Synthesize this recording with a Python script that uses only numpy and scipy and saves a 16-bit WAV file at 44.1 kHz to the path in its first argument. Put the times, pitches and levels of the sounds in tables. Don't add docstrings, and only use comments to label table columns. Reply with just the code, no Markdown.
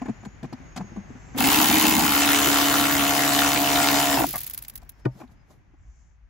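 import sys
import numpy as np
from scipy import signal
from scipy.fft import rfft, irfft, next_fast_len
from scipy.io import wavfile
from scipy.ndimage import uniform_filter1d

SR = 44100
rng = np.random.default_rng(int(sys.argv[2]) if len(sys.argv) > 2 else 0)


def magnitude_from_level(level_db):
    exponent = np.asarray(level_db, float) / 20
    return 10 ** exponent


def store_wav(level_fs):
    pcm = np.round(np.clip(np.atleast_2d(level_fs), -1, 1) * 32767)
    wavfile.write(sys.argv[1], SR, pcm.T.astype(np.int16))


N = 277389
T = np.arange(N) / SR
HZ = np.fft.rfftfreq(N, 1 / SR)


def evened(x):
    return x / np.sqrt(np.mean(x ** 2) + 1e-20)


def read(points, hz):
    f, value = np.transpose(points)
    return np.interp(np.log(hz + 1), np.log(f + 1), value)


def curve(rows, column, outside):
    rows = np.array(rows)
    return np.interp(T, rows[:, 0], rows[:, column], outside, outside)


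def add(mix, s, sound):
    part = mix[round(s * SR):][:len(sound)]
    part += sound[:len(part)]


def coloured(x, points):
    n = x.shape[-1]
    return irfft(rfft(x) * magnitude_from_level(read(points, np.fft.rfftfreq(n, 1 / SR))), n)


def resonate(x, hz, width):
    turn = np.exp(2j * np.pi * np.cumsum(hz * np.ones(x.shape[-1])) / SR)
    r = np.exp(-np.pi * width / SR)
    return 2 * (turn * signal.lfilter([1 - r], [1, -r], x / turn)).imag


def ring(x, modes, drift_db=0):
    out = 0
    for k, (hz, width, db) in enumerate(modes):
        if drift_db:
            db = db + drift_db * wander(8.2)
        out = out + (-1) ** k * magnitude_from_level(db) * resonate(x, hz, width) / np.sqrt(width)
    return out


def wander(hz):
    return evened(irfft(rfft(rng.standard_normal(N)) / (1 + (HZ / hz) ** 2), N))


def levelled(x, db, span=0.24):
    return magnitude_from_level(db) * x / np.sqrt(abs(uniform_filter1d((x ** 2).mean(0), int(span * SR))) + 1e-12)


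def chatter(per_s, spread_db, share):
    size = magnitude_from_level(spread_db * np.minimum(rng.exponential(1, (2, N)), 3)) * rng.choice([-1, 1], (2, N))
    sparse = evened(size * (rng.random((2, N)) < per_s / SR))
    return share * sparse + (1 - share) * rng.standard_normal((2, N))


PULL_S, LET_GO_S = 1.362, 4.246
RISE_DB_PER_S, FALL_DB_PER_S = 1405, 1099.5
WAKE_S, SETTLE_DB_PER_S, SETTLE_S = .018, 220, .05
LINGER = 45


def running(lead_s=0):
    rise = RISE_DB_PER_S * (T + min(lead_s, WAKE_S) - PULL_S - .02)
    fall = FALL_DB_PER_S * (LET_GO_S - T) / (1 + LINGER * lead_s)
    settle = SETTLE_DB_PER_S * lead_s * np.exp(-np.maximum(T - PULL_S, 0) / SETTLE_S)
    return (np.minimum(np.minimum(rise, fall), 0) - settle).clip(-120)


# frequency in Hz, level in dB per Hz.
WIND = [(15, -44), (25, -7), (54, 1), (76, -10), (134, -21.5), (151, -26.5), (182, -29.5), (400, -52),
        (520, -80.5), (880, -120)]
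# frequency in Hz, level in dB per Hz.
AIR = [(59, -21.5), (100, -9), (365, -21.5), (461, -27), (752, -21), (1310, -25.5), (1610, -23),
       (2170, -25.5), (3860, -41), (5300, -41), (6560, -37), (8830, -64), (11600, -55), (16000, -77)]
# frequency in Hz, left-right likeness.
AIR_SAME = [(40, 0.88), (250, 0.22), (700, 0.13), (3000, 0.23), (15000, 0.28)]
# time in seconds, level in dB.
TRAFFIC = [(0, -48.5), (.3, -53), (.68, -51), (1.0, -50), (1.35, -50.5), (4.4, -54), (4.8, -60),
           (5.5, -64.5), (6.29, -71.5)]
WIND_DB, HISS_DB, HISS_SHARE, HUM_SHARE = -53, -15, 0.93, 1.05
BAY_HUM_DB, BAY_HISS_DB = 6.5, 23.5
GUST_S, GUST_DB, GUST_RISE_S = 5.82, 5, 0.16


def air():
    a, b = rfft(rng.standard_normal((2, N)))
    same = np.clip(read(AIR_SAME, HZ), 0, 1)
    z = np.array([a, same * a + np.sqrt(1 - same ** 2) * b])
    low = 1 / (1 + (HZ / 500) ** 4)
    far_db = curve(TRAFFIC, 1, None) + 50
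    wash = uniform_filter1d(magnitude_from_level(running()), int(.08 * SR))
    gust_db = GUST_DB * np.clip(1 - abs(T - GUST_S) / GUST_RISE_S, 0, 1)
    rumble_db = WIND_DB + gust_db + 1.5 * wander(6.2)
    hum_db = -50.0 + HUM_SHARE * far_db + BAY_HUM_DB * wash + 2.9 * wander(5.4)
    hiss_db = -39 + HISS_DB + HISS_SHARE * far_db + BAY_HISS_DB * wash + 0.41 * wander(4)
    traffic = z * magnitude_from_level(read(AIR, HZ))
    rumble = evened(irfft(z * magnitude_from_level(read(WIND, HZ)), N)) * magnitude_from_level(rumble_db)
    hum = evened(irfft(traffic * low, N)) * magnitude_from_level(hum_db)
    hiss = evened(irfft(traffic * (1 - low), N)) * magnitude_from_level(hiss_db)
    return (rumble + hum + hiss) * magnitude_from_level([[.8], [-.8]])


# start in seconds, length in seconds, pitch in Hz, tone level in dB, buzz level in dB.
INSECTS = [
    (-.4, 0.88, 6890, -63.5, -71),
    (.45, 0.74, 6660, -63, -71),
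    (1.047, 0.55, 7350, -70, -64.5),
    (4.822, 0.47, 5430, -76, -82),
    (5.355, .11, 5050, -80, -90),
    (5.777, 0.39, 7240, -78, -73.5),
]
SAG_PER_S, SONG_EDGE_DB = 0.027, -12.5
STEADY_SONG = .9


def insects():
    out = np.zeros(N)
    for start, length, top_hz, tone_db, buzz_db in INSECTS:
        along = np.clip((T - start) / length, 0, 1)
        hz = top_hz * (1 - SAG_PER_S * along * length)
        singing = uniform_filter1d(((along > 0) & (along < 1)) * 1., 1500)
        gate = singing * magnitude_from_level(SONG_EDGE_DB * (2 * along - 1) ** 2)
        wavering = evened(resonate(resonate(rng.standard_normal(N), hz, 49), hz, 90))
        steady = np.sin(2 * np.pi * np.cumsum(hz + 25 * wander(40)) / SR)
        tone = wavering + STEADY_SONG * steady
        buzz = evened(resonate(resonate(rng.standard_normal(N), .88 * hz, 1500), .88 * hz, 1500))
        out += gate * (magnitude_from_level(tone_db) * tone + magnitude_from_level(buzz_db) * buzz)
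    return out


# frequency in Hz, width in Hz, level in dB.
THUD = [(126, 17, -8), (333, 69, -16), (410, 310, -12.5)]
# frequency in Hz, level in dB per Hz.
SCRAPE = [(900, -22.5), (1500, 3.5), (2800, -5), (5000, -9), (7500, -8.5), (9200, -21), (10500, -15.5),
          (14300, -28), (16000, -42.5)]
TOUCH_S = 0.0042
HEAVY_DB, HEAVY_BASS = -16.5, 0.62
HEAVY_DAMP_HZ = 3


def contacts(rows, scrape_db, walls):
    out, t = np.zeros(N), np.arange(7000) / SR
    touch = t / TOUCH_S * np.exp(1 - t / TOUCH_S)
    for s, thud_db, knock_db, hz in rows:
        push, grit = touch * rng.standard_normal((2, len(t)))
        blow = (t == 0) + 0.064 * push
        heavy_db = max(thud_db - HEAVY_DB, 0)
        thud = ring(blow, [(hz, 35 + HEAVY_DAMP_HZ * heavy_db, 0)] + list(THUD))
        thud = thud - (magnitude_from_level(HEAVY_BASS * heavy_db) - 1) * ring(blow, THUD[:1])
        knock = ring(push, walls)
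        scrape = coloured(grit, SCRAPE) * (touch > .01)
        parts = [(thud_db, thud), (knock_db + 7.0, knock), (knock_db + scrape_db + 12.5, scrape)]
        add(out, s - .002, sum(magnitude_from_level(db) * part / abs(part).max() for db, part in parts))
    return out


# time in seconds, thud level in dB, knock level in dB, thud pitch in Hz.
BUMPS = [(0.018, -23.5, -36, 250), (0.058, -29, -37.5, 224), (0.084, -22, -38, 256), (0.093, -19, -40, 222),
         (0.232, -40, -46, 230), (0.262, -30, -54, 201), (0.443, -25, -42.5, 227), (0.527, -27, -38, 251),
         (0.602, -41, -58, 265), (0.794, -31, -44, 245), (0.807, -26, -38, 185), (0.844, -36.5, -63, 204),
         (0.921, -37, -66, 250), (0.962, -33, -45, 265), (0.974, -25.5, -54, 208), (0.999, -36, -67, 207),
         (1.105, -32.5, -63, 240), (1.153, -36, -57, 246), (1.346, -48, -40, 247), (2.469, -18, -27.5, 333),
         (4.823, -53, -53.5, 233), (5.052, -31, -35, 330), (5.059, -12, -41, 283), (5.153, -40, -62, 211),
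         (5.201, -45, -46.5, 326), (5.213, -37, -43, 287), (5.235, -39, -52, 254), (5.29, -53, -59, 171),
         (5.503, -51, -57, 253), (5.738, -52, -65, 285)]
# time in seconds, thud level in dB, knock level in dB, thud in Hz.
SLIPS = [
    (0.251, -41, -44, 200),
    (0.43, -27.5, -43, 218),
    (0.762, -33, -38, 225),
    (0.774, -26.5, -37, 249),
    (1.438, -21, -31, 266),
]
# time in seconds, thud level in dB, knock level in dB, thud in Hz.
CLUNKS = [
    (2.474, -22, -36, 396),
    (4.338, -41.5, -33, 234),
    (4.346, -45, -30.5, 235),
    (4.355, -36.5, -35, 234),
    (4.362, -41, -39.5, 172),
]
# frequency in Hz, width in Hz, level in dB.
KNOCK = [(603, 180, -2.5), (756, 140, 7), (1030, 90, 0), (1208, 250, -2.5), (1800, 500, -5),
         (2380, 450, -8)]
# frequency in Hz, width in Hz, level in dB.
SOCKET = [(724, 90, 1.5), (1185, 60, -2), (1680, 80, -11.5), (1884, 120, -8), (2150, 90, -8)]
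SKIN_SCRAPE_DB, STEEL_SCRAPE_DB, CLUNK_SCRAPE_DB = -20.5, -8, -16.5


def touches():
    skin = contacts(BUMPS, SKIN_SCRAPE_DB, KNOCK)
    steel = contacts(SLIPS, STEEL_SCRAPE_DB, KNOCK)
    return skin + steel + contacts(CLUNKS, CLUNK_SCRAPE_DB, SOCKET)


# time in seconds, peak level in dB, pitch in Hz.
TICKS = [(0.2488, -56, 6780), (0.4294, -44, 5250), (0.4414, -47, 5090), (0.4534, -48, 6300),
         (0.5287, -39, 5140), (0.763, -32, 7470), (0.7736, -29.5, 5100), (0.8104, -48, 6700),
         (0.9582, -53, 6480), (5.0524, -40, 4660), (5.2759, -58, 4180), (5.5044, -58, 7290)]
# frequency in Hz, level in dB per Hz.
SKIN = [(1500, -24), (3000, -1), (7000, -1.5), (9000, -9.5), (11000, -3), (14500, -7), (16000, -30.5)]
TICK_S, TICK_WIDTH_HZ, TICK_DB, TICK_WIDE_DB = 0.0034, 1500, -1, -5


def ticks():
    out, t = np.zeros(N), np.arange(1200) / SR
    for s, db, hz in TICKS:
        grit = rng.standard_normal(len(t)) * t / TICK_S * np.exp(1 - t / TICK_S)
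        tick = evened(resonate(grit, hz, TICK_WIDTH_HZ)) + magnitude_from_level(TICK_WIDE_DB) * evened(coloured(grit, SKIN))
        add(out, max(s - .001, 0), magnitude_from_level(db + TICK_DB) * tick / abs(tick).max())
    return out


def strikes(turns, table, uneven_db, base):
    chance = np.clip(rng.standard_normal((int(turns[-1]) + 3, len(table))), -2, 2)
    out = base
    for k, (angle, db, decay) in enumerate(table):
        since = turns - angle + 1
        out = out + magnitude_from_level(db + uneven_db * chance[since.astype(int), k]) * np.exp(-(since % 1) / decay)
    return uniform_filter1d(out, int(.0018 * SR))


def blows(turns, angle, uneven_db):
    out = np.zeros((2, N))
    at = np.flatnonzero(np.diff(np.floor(turns - angle)))
    out[:, at] = magnitude_from_level(uneven_db * np.clip(rng.standard_normal((len(at), 2)), -2, 2)).T
    return out


def patchy(x, depth_db, broad_db=1.0):
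    z = signal.stft(x, nperseg=256)[2]
    patches = uniform_filter1d(rng.standard_normal(z.shape[1:]), size=5, axis=0)
    patches = uniform_filter1d(patches, size=5, axis=1)
    broad = uniform_filter1d(uniform_filter1d(patches, size=25, axis=1), size=25, axis=1)
    gain_db = depth_db * evened(patches) + broad_db * evened(broad)
    return signal.istft(z * magnitude_from_level(gain_db), nperseg=256)[1][:, :N]


# time in seconds, speed in turns per second.
SPEED = [(1.34, 42.3), (1.39, 47.1), (1.46, 64.9), (1.5, 69), (1.58, 71.3), (4.11, 70.4), (4.15, 69.5),
         (4.19, 65.3), (4.22, 57), (4.3, 48)]
# time in seconds, pressure in dB, seating of the cover (0 loose, .5 resting, 1 tight).
GRIP = [(1.36, 2.5, 0.3), (1.55, 1, 0.034), (1.8, 1, 0), (2.03, -1.5, 0.063), (2.2, 1.17, 0.44),
        (2.6, 1.23, 0.58), (2.95, -0.54, 0.6), (3.2, 0.5, 0.87), (3.45, 1.4, 0.8), (3.62, -1, 0.81),
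        (3.85, 2.5, 1.05), (4.26, -1.3, 0.81)]
FULL_SPEED = 71


def answer(part):
    db, rest_db, tight_db, still_db, share, lead_s = part
    slow = np.maximum(1 - curve(SPEED, 1, 45) / FULL_SPEED, 0)
    seat = 2 * curve(GRIP, 2, None)
    seated_db = rest_db * np.clip(seat, 0, 1) + tight_db * np.maximum(seat - 1, 0)
    return running(lead_s) + db + seated_db + still_db * slow + share * curve(GRIP, 1, None)


# time in seconds, shaft rate in Hz.
MOTOR = [(1.38, 233.6), (1.46, 286.8), (1.53, 306.4), (1.75, 311.5), (2.45, 315.8), (3.52, 306.7),
         (4.11, 302), (4.26, 237)]
# frequency in Hz, width in Hz, level in dB.
HOUSING = [(284.2, 12.7, 1), (365, 90, -11.5), (412.4, 51, -8.5), (530, 81, -17)]
# frequency in Hz, width in Hz, level in dB.
COVER = [(638.7, 44, -4), (716, 44, 0), (796.5, 19, -1), (926, 22, -3), (1072, 45, -11)]
# frequency in Hz, width in Hz, level in dB.
LOOSE_COVER = [(790, 70, 3), (940, 70, 3), (1065, 60, -4)]
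# frequency in Hz, width in Hz, level in dB.
STEEL = [(1129, 46, -2.5), (1395, 73, 6.5), (1816, 160, 0), (2138, 50, 2), (2660, 48, 4.5),
         (3010, 100, 2.5), (3690, 250, 3), (4330, 120, -2), (4990, 140, -0.5), (6830, 760, 5)]
# frequency in Hz, level in dB per Hz.
RATTLE = [(240, -41.5), (400, -10.5), (494, -12.5), (550, -18), (707, -9.5), (922, -7), (1110, -7.5),
          (1200, -13), (1390, -10.5), (1630, -11), (3080, -10.5), (5900, -14), (6730, -13.5), (9500, -14.5),
          (12400, -45), (20900, -120)]
# frequency in Hz, level in dB per Hz.
PAWL = [(7500, -21.5), (8600, -11), (9300, -8), (10700, -4), (12200, -0.5), (13400, 7), (14800, -12),
        (15700, 1), (16100, -33.5), (17000, -50.5)]
# part of a turn, strength in dB, die-away as part of a turn.
GEAR_STRIKES = [(.0, 1, 0.68), (.3, -8.5, 0.16), (.62, -1.5, .2)]
# part of a turn, strength in dB, die-away as part of a turn.
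PAWL_STRIKES = [(.0, -7.5, 0.29), (0.299, -8.5, 0.13), (0.601, -2.5, .1)]
# times a turn, level in dB.
SWAY = [(1, -50), (6, -44.5)]
# times a turn, level in dB.
SEATED_SWAY = [(5, -45), (7, -51)]
# loose cover dB, gain once it rests dB, further gain pressed tight dB,
# gain at standstill dB, share of the pressure, lead s.
BOOM, BUZZ = (-35.5, 8.5, -2.5, 8, 0.64, 0.02), (-30, -3.5, 7.5, -10, -0.27, 0)
FLAP, DRONE = (-25.5, -13, -4.5, 12, -0.65, 0.07), (-46.5, -2, -0.5, 9, 0.6, 0)
GEAR, HISS = (-24, -0.24, -1.5, -21.5, 1.32, 0), (-23.5, -2.5, -2.5, -12, 0.74, 0)
HUM = (-28, -9, 0, -44.5, 1.3, 0)
SLOW_KNOCK = 4.2045
DRONE_FROM_S, DRONE_GAIN_DB = 2.62, 9.5
LOOSE_SHAKE, TIGHT_SHAKE = 2.5, -.55
LOOSE_LOW_DB = -7
LOOSE_SHARE = .6
LOOSE_THROB, THROB_ANGLE, PAWL_LAG = 0.38, 0.94, .41


def ratchet():
    speed = curve(SPEED, 1, 45)
    turns = np.cumsum(speed * (1 + .003 * wander(30))) / SR
    turns += (.2 - turns[round(SLOW_KNOCK * SR)]) % 1
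    knocks = blows(turns, .2, 1.2) + .6 * (speed / FULL_SPEED) ** 24 * blows(turns, .62, 1.6)
    knocks = knocks * (T < LET_GO_S + .006)
    clacks = blows(turns, 0.012, 2.0) + .4 * blows(turns, .13, 3.5)
    shake = rng.standard_normal((2, N))
    seat = 2 * curve(GRIP, 2, None) - 1
    loose, tight = np.clip(-seat, 0, 1), np.clip(seat, 0, 1)

    boom = levelled(ring(knocks + 0.0091 * shake, HOUSING, 2.0), answer(BOOM))
    tremble = 1 + LOOSE_SHAKE * loose + TIGHT_SHAKE * tight
    struck = knocks + .007 * tremble * (speed / FULL_SPEED) ** 12 * shake
    cover = (1 - LOOSE_SHARE * loose) * ring(struck, COVER, 1.7) + loose * ring(struck, LOOSE_COVER)
    buzz = levelled(cover, answer(BUZZ))
    flutter = shake * magnitude_from_level(4.2 * wander(40))
    flap = levelled(resonate(resonate(flutter, 238.6, 52), 310, 87), answer(FLAP))
    drone_db = answer(DRONE) + DRONE_GAIN_DB * np.clip((T - DRONE_FROM_S) / 0.043, 0, 1)
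    drone = levelled(resonate(resonate(knocks + 0.016 * shake, 141, 23), 141, 60), drone_db)

    clatter = magnitude_from_level(LOOSE_LOW_DB * loose) * ring(clacks, STEEL[:3], 2.7) - ring(clacks, STEEL[3:], 2.2)
    head = levelled(clatter, answer(GEAR) - 3.5)
    gear_grit = chatter(3000, 3.3, 0.44) * strikes(turns, GEAR_STRIKES, 2.3, 0.94)
    gear = patchy(coloured(gear_grit, RATTLE), 1.78)
    pawl_grit = chatter(5000, 3.0, 0.18) * strikes(turns - PAWL_LAG + 1, PAWL_STRIKES, 3.1, 0.11)
    pawl = patchy(coloured(pawl_grit, PAWL), 0.91)
    pawl = pawl * (1 + LOOSE_THROB * loose * np.cos(2 * np.pi * (turns - THROB_ANGLE)))
    steel = head + levelled(gear, answer(GEAR) - .8) + levelled(pawl, answer(HISS))

    sway = np.zeros(N)
    for k, db in SWAY:
        sway += magnitude_from_level(running() + db + 2.6 * wander(4.4)) * np.sin(2 * np.pi * k * turns)
    for k, db in SEATED_SWAY:
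        sway += magnitude_from_level(running() + db) * np.clip(2 * seat + 1, 0, 1) * np.cos(2 * np.pi * k * turns)
    shaft = np.sin(2 * np.pi * np.cumsum(curve(MOTOR, 1, None)) / SR)
    hum = magnitude_from_level(answer(HUM) + 2.0 + 3.2 * wander(8)) * shaft
    return boom + buzz + flap + drone + steel + hum + sway


# time in seconds, length in seconds, peak level in dB,
# pitch in Hz.
HUM_SURGES = [
    (1.348, .034, -25, 255),
    (1.39, .048, -22, 240),
    (1.436, .04, -19.5, 268),
    (4.194, .036, -20.5, 322),
    (4.23, .045, -29, 290),
]


def hum_surges():
    out = np.zeros(N)
    for s, length, db, hz in HUM_SURGES:
        t = np.arange(0, length, 1 / SR)
        swell = np.sin(np.pi * (t / length) ** .7) ** .6
        add(out, s, magnitude_from_level(db) * swell * np.sin(2 * np.pi * hz * t))
    return out


# time in seconds, thud level in dB, knock level in dB, thud pitch in Hz.
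JERKS = [
    (1.387, -34, -30, 250),
    (1.409, -34, -24, 240),
    (4.146, -30, -40, 300),
    (4.18, -23, -40, 290),
    (4.272, -32, -55, 330),
    (4.3, -36, -60, 320),
]


def jerks():
    return contacts(JERKS, SKIN_SCRAPE_DB, KNOCK)


# time in seconds, peak level in dB, loudest ring in Hz.
HARD_CLACKS = [(1.3874, -19, 3460), (1.4412, -20, 2150), (1.544, -10, 2400), (1.6006, -16, 1130),
               (1.8523, -9, 3030), (2.0657, -15.5, 1280), (2.1204, -14, 1330), (2.1505, -15, 1320),
               (2.1642, -12, 1360), (2.219, -9.5, 2680), (2.2748, -12, 3623), (2.289, -14.5, 1270),
               (2.3592, -12, 3000), (2.416, -14, 1430), (2.4699, -12, 3016), (2.5424, -13.5, 1420),
               (2.628, -13, 1350), (2.7282, -14.5, 1390), (2.7406, -13.5, 1420), (2.7674, -12.5, 3070),
               (2.854, -14, 1830), (2.908, -14.5, 1410), (2.9503, -15.5, 1860), (2.9935, -13, 2980),
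               (3.077, -10.5, 3040), (3.1053, -15, 1277), (3.1903, -9.5, 1840), (3.2325, -10.5, 1840),
               (3.2895, -19, 2120), (3.3888, -7.5, 3700), (3.419, -9.5, 1354), (3.4452, -10.5, 1340),
               (3.5584, -16.5, 1772), (3.6434, -12, 2990), (3.6728, -12.5, 3050), (3.757, -7.5, 3610),
               (3.7844, -12.5, 1428), (3.8427, -13, 2110), (3.9433, -15.5, 1330), (4.0983, -19, 2670),
               (4.2209, -21.5, 1830), (4.2394, -20.5, 1650)]
HARD_DB, HARD_SPREAD = -3.5, .3
HARD_DAMP = 1.8
REBOUND_DB = -5


def hard_clacks():
    out = np.zeros(N)
    blow = (np.arange(2500) == 0) * 1.
    rings = np.array([(-1) ** k * magnitude_from_level(db) * resonate(blow, hz, HARD_DAMP * width) / np.sqrt(width)
                      for k, (hz, width, db) in enumerate(STEEL)])
    for s, db, hz in HARD_CLACKS:
        octaves = np.log2(np.array(STEEL)[:, 0] / hz)
        clack = np.exp(-(octaves / HARD_SPREAD) ** 2) @ rings
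        for turn in range(3 if s < LET_GO_S - .1 else 1):
            level = magnitude_from_level(db + HARD_DB + turn * REBOUND_DB)
            add(out, s + turn / FULL_SPEED, level * clack / abs(clack).max())
    return out


# time in seconds, peak level in dB.
SINGLE_KNOCKS = [(1.612, -17), (1.626, -17), (1.71, -17), (1.742, -19), (1.985, -19), (1.999, -19),
                 (4.148, -22), (4.172, -13.5), (4.191, -18), (4.206, -14.5), (4.2225, -15), (4.241, -14.5)]
# frequency in Hz, width in Hz, level in dB.
SINGLE_RING = [(700, 60, 0), (800, 90, -2), (950, 90, -5)]


def single_knocks():
    knock, out = ring((np.arange(3000) == 0) * 1., SINGLE_RING), np.zeros(N)
    for s, db in SINGLE_KNOCKS:
        add(out, s, magnitude_from_level(db) * knock / abs(knock).max())
    return out


# time in seconds, peak level in dB, second click in dB.
COAST = [(4.265, -20.5, -12), (4.286, -19.5, -13.5), (4.306, -22.5, -11.5), (4.328, -20, -10),
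         (4.355, -17.5, -9), (4.378, -18, -7), (4.403, -21, -5), (4.4315, -25, -1.5), (4.4635, -20.5, -6),
         (4.4966, -24, -1.5), (4.534, -23, -3), (4.575, -22, -6), (4.622, -27.5, -9), (4.681, -27.5, -1),
         (4.754, -23.5, -9), (4.891, -27.8, -26)]
# time in seconds, peak level in dB, 2-8 kHz part in dB.
STRAYS = [
    (4.647, -39, 3.5),
    (4.7351, -42.5, -24),
    (4.8165, -56, 8),
    (4.847, -56, -5),
    (4.6185, -40, -10),
    (4.829, -51.5, 0),
]
CLICK_S, SECOND_S, DULL_DB, SECOND_DULL_DB = 0.0044, 0.0036, -15.5, -9
CLICK_RISE_S, CLICK_GRAIN = 0.002, .55
CRACK_DB, CRACK_S, CRACK_LATE_S = 1, .0007, .0015
SECOND_CLICK, SECOND_WAIT_S = .15, .005


def coasting():
    high, low = np.zeros((2, N))
    t = np.arange(1500) / SR
    between = np.gradient([row[0] for row in COAST])
    clicks = [(s, db, DULL_DB, CLICK_S) for s, db, _ in COAST]
    clicks += [(s, db, low_db, SECOND_S) for s, db, low_db in STRAYS]
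    for (s, db, next_db), gap in zip(COAST, between):
        clicks.append((s + SECOND_WAIT_S + SECOND_CLICK * gap, db + next_db, SECOND_DULL_DB, SECOND_S))
    for s, db, low_db, length in clicks:
        burst = np.exp(-t / max(length, .001)) * np.minimum(t / CLICK_RISE_S, 1) ** 2
        crack = magnitude_from_level(CRACK_DB) * np.exp(-t / CRACK_S)
        add(high, s + CRACK_LATE_S, magnitude_from_level(db + 6.0) * (burst + crack))
        add(low, s + CRACK_LATE_S, magnitude_from_level(db + low_db + 1.5) * (burst + .4 * crack))
    whirr = (T > LET_GO_S) * magnitude_from_level(-36.5 - 60 * np.maximum(T - LET_GO_S, 0) / .9)
    # (Hz, dB per Hz)
    thin = [(700, -52.5), (1200, -6.0), (2500, 2.5), (5000, 4.0), (7500, 2.5), (9000, -12), (10500, -41.5)]
    noise, grit = rng.standard_normal((2, N)), chatter(2500, 4.0, np.clip(CLICK_GRAIN, 0, 1))
    return coloured(high * grit + 1.9 * whirr * noise, PAWL) + coloured(low * grit + whirr * noise, thin)


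# time in seconds, level in dB, swell in seconds, fade in seconds.
RUSTLE = [
    (5.0, -72, .04, 0.03),
    (5.208, -62.5, 0.11, 0.056),
    (5.32, -72, .04, .04),
    (5.514, -67.5, 0.045, 0.07),
]
# frequency in Hz, level in dB per Hz.
RUB = [(90, -12), (200, -1), (500, -6.5), (1000, -11.5), (2000, -22), (3000, -50)]
RUB_DB = 11.5


def rustle():
    slides = [top_db - 20 * np.maximum((s - T) / swell, (T - s) / fade) for s, top_db, swell, fade in RUSTLE]
    db = np.max(slides, axis=0).clip(-120)
    grain = chatter(1500, 4.0, .3)
    return levelled(coloured(grain, SKIN), db + 3.0) + levelled(coloured(grain, RUB), db + RUB_DB)


# frequency in Hz, level in dB, 60 dB decay in seconds.
SNAP = [(190, -34, .16), (420, -38, .1), (565, -34, .12), (646, -29, .095), (807, -28, .076),
        (910, -36, .12), (1200, -34, .08), (1470, -27, .045), (1846, -31, .045), (2400, -34, .03),
        (3000, -36, .025), (3700, -44, .02)]
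SNAP_S, SNAP_RISE_S = 5.0535, .002


def snap():
    t, out = np.arange(9000) / SR, np.zeros(N)
    modes = sum(magnitude_from_level(db - 60 * t / t60) * np.sin(2 * np.pi * hz * t) for hz, db, t60 in SNAP)
    add(out, SNAP_S, np.minimum(t / SNAP_RISE_S, 1) * modes)
    return out


def echoed(x, t60):
    t = np.arange(3000) / SR
    echoes = rng.standard_normal(len(t)) * magnitude_from_level(-60 * t / t60)
    return np.array([x, signal.oaconvolve(x, echoes / np.linalg.norm(echoes))[:N]])


# frequency in Hz, left-right likeness.
TOOL_SAME = [(100, .9), (280, .95), (500, .65), (720, .75), (1300, .52), (2500, .55), (4500, .3),
             (8000, .62), (13000, .85)]
# frequency in Hz, left lead in radians.
TOOL_LEAD = [(0, 0), (130, -.3), (280, -1), (450, -.4), (700, -.6), (1300, -.9), (2670, 0), (4200, .6),
             (5200, -1.2), (6460, .6), (7300, -.5), (11200, -6.3), (15070, -12.6), (17000, -15)]
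# frequency in Hz, left minus right in dB.
TOOL_LEFT = [(100, 1.5), (380, 2), (700, -0.4), (1400, 2), (5000, 1.5), (10000, -0.15)]


def microphones(faces):
    size = next_fast_len(N + 8192)
    hz = np.fft.rfftfreq(size, 1 / SR)
    same = np.clip(read(TOOL_SAME, hz), 0, 1)
    lead = np.interp(hz, *np.transpose(TOOL_LEAD))
    side = np.array([[.5], [-.5]])
    front, flank = rfft(faces, size)
    mixed = np.sqrt((1 + same) / 2) * front + 2j * side * np.sqrt((1 - same) / 2) * flank
    return irfft(mixed * np.exp(1j * side * lead) * magnitude_from_level(side * read(TOOL_LEFT, hz)), size)[:, :N]


def scene():
    far = air()
    near = echoed(insects(), 0.077) + echoed(touches() + ticks(), 0.035)
    near = near + ratchet() + echoed(hard_clacks(), 0.051) + coasting() + rustle()
    near = near + echoed(hum_surges() + jerks() + single_knocks() + snap(), .03)
    return microphones(near) + far


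def low_pass(x):
    return signal.sosfilt(signal.butter(12, 16980, fs=SR, output="sos"), x)


# frequency in Hz, level in dB.
TOP = [(15700, 0), (16150, -16)]


def record(dry):
    cut = signal.sosfilt(signal.butter(3, 40, "high", fs=SR, output="sos"), dry)
    return low_pass(coloured(cut, TOP))


dry = scene()
out = record(dry)
store_wav(out)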